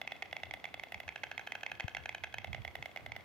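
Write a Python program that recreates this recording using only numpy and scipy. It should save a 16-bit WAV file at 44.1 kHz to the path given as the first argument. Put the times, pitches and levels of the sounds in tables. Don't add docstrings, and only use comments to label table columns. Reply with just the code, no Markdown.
import sys
import numpy as np
from scipy import signal
from scipy.fft import rfft, irfft
from scipy.io import wavfile
from scipy.ndimage import uniform_filter1d

SR = 44100
rng = np.random.default_rng(int(sys.argv[2]) if len(sys.argv) > 2 else 0)


def to_wav(s):
    ch = np.atleast_2d(s).T
    pcm = np.round(np.clip(ch, -1, 1) * 32767)
    wavfile.write(sys.argv[1], SR, pcm.astype(np.int16))


def amplitude_ratio(level_db):
    exponent = np.asarray(level_db, float) / 20
    return 10 ** exponent


N = 142884
t = np.arange(N) / SR


def level(x, db):
    return x * amplitude_ratio(db) / np.sqrt(np.mean(x ** 2))


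def band(x, hz, width):
    return signal.lfilter(*signal.iirpeak(hz, hz / width, fs=SR), x)


def highpass(x, hz, order):
    return signal.sosfilt(signal.butter(order, hz, "high", fs=SR, output="sos"), x)


def walk(rate, channels):
    k = int(SR / rate)
    noise = rng.standard_normal((channels, N))
    return level(uniform_filter1d(uniform_filter1d(noise, k), k), 0)


def late(x, seconds, db):
    return np.pad(x, ((0, 0), (int(seconds * SR), 0)))[:, :N] * amplitude_ratio(db)


def crack_noise(length):
    left, other = highpass(rng.standard_normal((2, length)), 5500, order=2)
    shared = 0.5
    return np.array([left, shared * np.roll(left, 2) + (1 - shared) * other])


def clatter(snaps, modes, contacts):
    SNAP_DB, CRACK_DB, RATTLE_DB = -4, 13, -15
    CRACK_S, RATTLE_S, PUSH_S, LONGEST_T60_S = .0005, .0035, .00015, .0122
    MODE_SPREAD_DB, PITCH_SPREAD, START_RAD = 0.5, .017, 0.26
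    length = 1024
    out = np.zeros((2, N + length))
    hz, db, t60, pan, lag = np.array(modes).T[:, :, None]
    t60 = np.minimum(t60, LONGEST_T60_S)
    side = np.array([-.5, .5])[:, None, None]
    for s, snap_db, crack_db, bill_db, tip_db in snaps:
        vary = rng.standard_normal((len(modes), 2, 1))
        grit = crack_noise(length)
        i = int(s * SR)
        gain = amplitude_ratio(db + MODE_SPREAD_DB * vary[:, 0] + pan * side)
        gain[:, 3:5] *= amplitude_ratio(np.array([[bill_db], [tip_db]]))
        for after, hit_db, tick_db in contacts:
            u = np.maximum(np.arange(length) / SR - (s - i / SR) - after, 0)
            phase = 2 * np.pi * hz * (1 + PITCH_SPREAD * vary[:, 1]) * u + START_RAD - lag * side
            fade = amplitude_ratio(-60 * (u / t60) ** 1.45)
            ring = (gain * np.sin(phase) * fade).sum(axis=1) * (1 - np.exp(-u / PUSH_S))
            crack_fade = np.exp(-u / CRACK_S) + amplitude_ratio(RATTLE_DB) * np.exp(-u / RATTLE_S)
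            crack = amplitude_ratio(CRACK_DB + crack_db + tick_db) * grit * crack_fade * (u > 0)
            out[:, i:i + length] += amplitude_ratio(SNAP_DB + snap_db) * (amplitude_ratio(hit_db) * ring + crack)
    return highpass(out[:, :N], 500, order=3)


# (time [s], level [dB], crack under the level [dB], mid-bill ring [dB], bill-tip ring [dB])
SLOW_SNAPS = [(0.0751, -24.5, -39, 8, -7), (0.2223, -23, -48, 1.5, -3), (0.3657, -25, -46, 3, -1.5),
              (0.5096, -26.5, -52, -6, -1), (0.6533, -26.5, -43, -1, -4), (0.7958, -27.5, -41, -4, -1.5),
              (0.9435, -26, -42, 4, -3), (1.0891, -26.5, -43, 6, -1), (1.2336, -24.5, -49, 1, -6),
              (1.3778, -24, -39, 5.5, 1), (1.52, -23, -34, 5, -2), (1.6633, -23.5, -41, 7.5, -2.5),
              (1.805, -22.5, -42, 6, -3), (1.9478, -23.5, -38, 2, -0.5), (2.0915, -24, -40, 4.5, -0.5),
              (2.2365, -25, -41, 4.5, 3), (2.383, -25, -35, 5, 1), (2.5298, -27, -37, 4, 3),
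              (2.6772, -29, -38, -9, -2), (2.8249, -26, -49, 4, -2), (2.9723, -28, -45, 2.5, -4),
              (3.1188, -26.5, -46, -2.5, -3)]
# (frequency [Hz], level [dB], t60 [s], right minus left [dB], right port's lag [rad])
SLOW_BODY = [
    (762, -9.5, 0.011, 1.8, 0.11),
    (1840, -46, 0.024, 1.5, 0.11),
    (2153, 0.08, 0.0071, 7.4, 0.79),
    (2485, -10, 0.01, 0.74, 0.2),
    (3230, -10.5, 0.011, 0.46, 0.61),
    (4430, -24, 0.015, 1.4, 1.25),
    (586, -14.5, 0.0069, 1.4, 0.092),
    (5620, -24, 0.016, 2.5, 1.78),
    (6490, -27.5, 0.014, 4.3, 3.84),
]
# (time after the snap [s], ring level [dB], crack level [dB])
SLOW_CLOSING = [
    (0, -9, 2.5),
    (.0009, 0, -8),
]


def slow_bird():
    return clatter(SLOW_SNAPS, SLOW_BODY, SLOW_CLOSING)


# (time [s], level [dB], crack under the level [dB], mid-bill ring [dB], bill-tip ring [dB])
BACK_SNAPS = [(0.015, -27.5, -28, 6, 4.5), (0.1198, -28, -33, 7, 5.5), (0.2259, -30.5, -28, 7, -2),
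              (0.3282, -28, -35, 4, 2.5), (0.4335, -27.5, -34, 4, 3.5), (0.5377, -28.5, -22, 5, 3),
              (0.6419, -29.5, -27, 4, 4.5), (0.7416, -29.5, -23.5, 8, 4), (0.8357, -30.5, -23.5, 7, 1.5),
              (0.9214, -31.5, -21, 7, 0), (1.0017, -31.5, -23, 7, 0), (2.4444, -27.5, -28.5, 4, -1),
              (2.5465, -27.5, -41, -6, -2), (2.6495, -28.5, -28, -1, -1), (2.7536, -29, -23, 3, -0.5),
              (2.8577, -29, -26.5, 1, -1.5), (2.9615, -29.5, -29.5, -3, -2), (3.0624, -31, -26, -2, 0),
              (3.1636, -30, -24, -4, -2)]
# (frequency [Hz], level [dB], t60 [s], right minus left [dB], right port's lag [rad])
BACK_BODY = [
    (736, -3, 0.0092, 2, 0.055),
    (1813, -10.5, 0.033, -8, 0.11),
    (2088, 2, 0.0093, 4.5, 1.22),
    (2590, -11.5, 0.014, -2, 1.15),
    (3440, -10, 0.016, 4.5, 0.68),
    (2887, -10, 0.03, 14.5, 1.2),
    (1667, -16, 0.0146, -0.5, .3),
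    (890, -14.5, 0.0045, -2, .1),
    (4770, -13.5, 0.0047, 6, 1.5),
    (6000, -29.5, 0.013, 13.5, 0.73),
]
# (time after the snap [s], ring level [dB], crack level [dB])
BACK_CLOSING = [
    (0, -0.5, -1),
    (.0015, -8, -10.5),
]


def quick_bird_head_back():
    return clatter(BACK_SNAPS, BACK_BODY, BACK_CLOSING)


# (time [s], level [dB], crack under the level [dB], mid-bill ring [dB], bill-tip ring [dB])
FORWARD_SNAPS = [(1.0784, -33, -45, -3, -10), (1.1581, -30.5, -48, -2.5, -4), (1.2368, -29, -39, -5, 1),
                 (1.3134, -30, -39, -3.5, -4), (1.3932, -31.5, -35, -10.5, -15),
                 (1.4717, -30.5, -33, -4, 1), (1.5512, -29.5, -35, -3, -2.5), (1.6318, -29, -33, -2, -1),
                 (1.7154, -28.5, -33, -2.5, -1), (1.7972, -29.5, -41, -0.5, 2), (1.8797, -28, -36, -4, -3),
                 (1.9672, -27, -41, -3, -7), (2.0565, -27.5, -36, -4.5, -5), (2.1468, -28.5, -36, -3, 0),
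                 (2.2407, -29, -32, -2.5, -5), (2.3405, -28.5, -30, -3.5, -0.5)]
# (frequency [Hz], level [dB], t60 [s], right minus left [dB], right port's lag [rad])
FORWARD_BODY = [
    (760, -1.5, 0.0075, 1.3, 0.079),
    (1688, 1.5, 0.0091, 2.1, 0.57),
    (2140, -5, 0.013, 5.7, 1.53),
    (2562, 4, 0.0121, 2.8, 0.95),
    (3100, -5.5, 0.014, 0.71, 0.5),
    (3990, -12, 0.008, 1.8, 0.48),
    (4700, -20.5, 0.0058, 0.9, 1.2),
    (6040, -18, 0.014, 3.1, 1.5),
]
# (time after the snap [s], ring level [dB], crack level [dB])
FORWARD_CLOSING = [
    (0, -12, 0),
    (.0013, 0.5, -1.5),
]


def quick_bird_head_forward():
    return clatter(FORWARD_SNAPS, FORWARD_BODY, FORWARD_CLOSING)


# (delay [s], left level [dB], right level [dB], smear [s])
ECHOES = [
    (.0085, -23, -22, .001),
    (.0125, -22, -22, .001),
    (.0255, -18, -18, .0015),
    (.0295, -21, -21, .0008),
    (.0342, -14, -16, .0008),
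    (.058, -22, -22, .003),
    (.0885, -25, -25, .002),
]


def garden(x):
    ECHO_DB, TAIL_DB, TAIL_T60_S, TAIL_TOP_HZ = -1, -10, 0.49, 4600
    u = t[:SR]
    grains = rng.standard_normal((3, SR))
    tail = grains[:2] * amplitude_ratio(-60 * u / TAIL_T60_S) * np.clip(u / .018, 0, 1)
    tail *= amplitude_ratio(TAIL_DB) / np.sqrt((tail ** 2).sum(axis=1, keepdims=True))
    for delay, left_db, right_db, smear in ECHOES:
        echo = grains[2] * np.exp(-((u - delay) / smear) ** 2)
        echo = echo / np.sqrt((echo ** 2).sum())
        tail = tail + amplitude_ratio(ECHO_DB + np.array([[left_db], [right_db]])) * echo
    tail = signal.sosfilt(signal.butter(1, TAIL_TOP_HZ, fs=SR, output="sos"), tail)
    return signal.fftconvolve(x.mean(axis=0, keepdims=True), tail, axes=1)[:, :N]


def facing_walls(x):
    far_wall = late(highpass(x, 2500, order=3), .0885, -13)
    near_shed = late(x, .0338, -17)
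    return far_wall + near_shed


# (time [s], half length [s], left level [dB], right level [dB])
GUSTS = [(0.317, 0.022, -74, -77), (.51, 0.058, -55.5, -79), (0.162, 0.021, -70, -61),
         (0.754, 0.06, -77, -67), (0.965, 0.018, -60.5, -52.5), (1.072, 0.024, -56, -61),
         (1.274, 0.022, -69, -67), (1.733, 0.033, -78, -58), (1.996, 0.053, -53.5, -65),
         (2.127, 0.038, -76, -59.5), (2.244, 0.061, -76, -59), (2.388, 0.038, -62, -49),
         (2.501, 0.036, -58, -40.5), (2.556, 0.021, -57, -50), (2.602, 0.02, -60, -38),
         (2.673, 0.026, -67, -48.5), (2.793, 0.058, -59, -60), (3.108, 0.092, -60.5, -57.5)]


def wind():
    WIND_HZ, WIND_WIDTH_HZ, BREEZE_DB, FLUTTER_DB = 85.8, 63.6, -67.5, 2
    POP_S, POP_HZ, POP_T60_S = 1.8425, 105, .03
    rumble = band(rng.standard_normal((2, N)), WIND_HZ, WIND_WIDTH_HZ)
    rumble = level(band(rumble, WIND_HZ * 0.98, WIND_WIDTH_HZ), 0)
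    swing = uniform_filter1d(np.abs(signal.hilbert(rumble)), size=400)
    rumble = rumble / swing ** .95
    rumble = level(band(rumble, WIND_HZ * 0.9, WIND_WIDTH_HZ * 1.9), 0)
    force = amplitude_ratio(BREEZE_DB)
    for s, half, left_db, right_db in GUSTS:
        force = force + amplitude_ratio(np.array([[left_db], [right_db]])) * np.exp(-((t - s) / half) ** 2)
    u = np.maximum(t - POP_S, 0)
    pop = np.sin(2 * np.pi * POP_HZ * u) * (1 - np.exp(-u / .003)) * amplitude_ratio(-60 * u / POP_T60_S)
    pop = amplitude_ratio(np.array([[-16], [-38]])) * pop
    return rumble * force * amplitude_ratio(FLUTTER_DB * walk(27, channels=2)) + pop


# (time [s], length [s], start pitch [Hz], fall [Hz])
SONG = [
    (1.335, .055, 4400, 330),
    (1.425, .04, 4100, 120),
]


def songbird():
    out = 0
    for s, length, hz, fall_hz in SONG:
        u = np.clip((t - s) / length, 0, 1)
        tone = np.sin(2 * np.pi * np.cumsum(hz - fall_hz * u) / SR)
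        out = out + amplitude_ratio(-70) * np.sin(np.pi * u) * tone
    return out


# (frequency [Hz], density [dB per Hz])
AIR_COLOUR = [
    (100, -2.5),
    (250, -2),
    (500, -3),
    (1200, -7.5),
    (3000, -14.5),
    (6000, -26),
    (9000, -33),
    (16000, -32),
]


def air():
    AIR_DB, SHARED = -60, 0.32
    hz, db = np.array(AIR_COLOUR).T
    f = np.maximum(np.fft.rfftfreq(N, 1 / SR), 20)
    noise = rng.standard_normal((3, N))
    noise = np.sqrt(SHARED) * noise[2] + np.sqrt(1 - SHARED) * noise[:2]
    colour = amplitude_ratio(np.interp(np.log(f), np.log(hz), db)) * np.minimum(f / hz[0], 1) ** 3
    return level(irfft(rfft(noise) * colour, N), AIR_DB) * amplitude_ratio(.8 * walk(3, channels=1))


# (time [s], length [s])
PATCHY_MOMENTS = [(.025, .045), (.085, .03), (.31, .015), (.5, .035), (.62, .02), (.73, .05), (1.32, .08),
                  (1.53, .02), (1.615, .1), (1.78, .035), (1.865, .015), (1.935, .05), (2.35, .09), (3.07, .09)]


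def patchy_hiss(x):
    LOW_HZ, DEEPEST_HZ, SHARE = 4500, 8800, .62
    f, s, z = signal.stft(x, SR, nperseg=256)
    on = sum((s > start) & (s < start + length) for start, length in PATCHY_MOMENTS)
    share = SHARE * np.clip((f - LOW_HZ) / (DEEPEST_HZ - LOW_HZ), 0, 1)
    share = share * np.minimum(DEEPEST_HZ / (f + 1), 1)
    dice = rng.random((len(f) // 4 + 1, len(s) // 3 + 1))
    dice = np.kron(dice, np.ones((4, 3)))[:len(f), :len(s)]
    return signal.istft(z * (dice > share[:, None] * on), SR, nperseg=256)[1][:, :N]


def scene():
    slow = slow_bird() + songbird()
    back = quick_bird_head_back()
    forward = quick_bird_head_forward()
    birds = sum(bird + garden(bird) for bird in (slow, back, forward))
    return birds + facing_walls(slow) + wind() + patchy_hiss(air())


def low_pass(x):
    return signal.sosfilt(signal.butter(12, 16620, fs=SR, output="sos"), x)


def record(dry):
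    dry = highpass(dry, 56, order=3)
    dry = signal.sosfilt(signal.ellip(8, .2, 50, 15750, fs=SR, output="sos"), dry)
    lift = (amplitude_ratio(7.5) - 1) * band(dry[0], 12050, 1730)
    mix = dry + np.array([lift, 0 * lift])
    return low_pass(mix)


dry = scene()
out = record(dry)
to_wav(out)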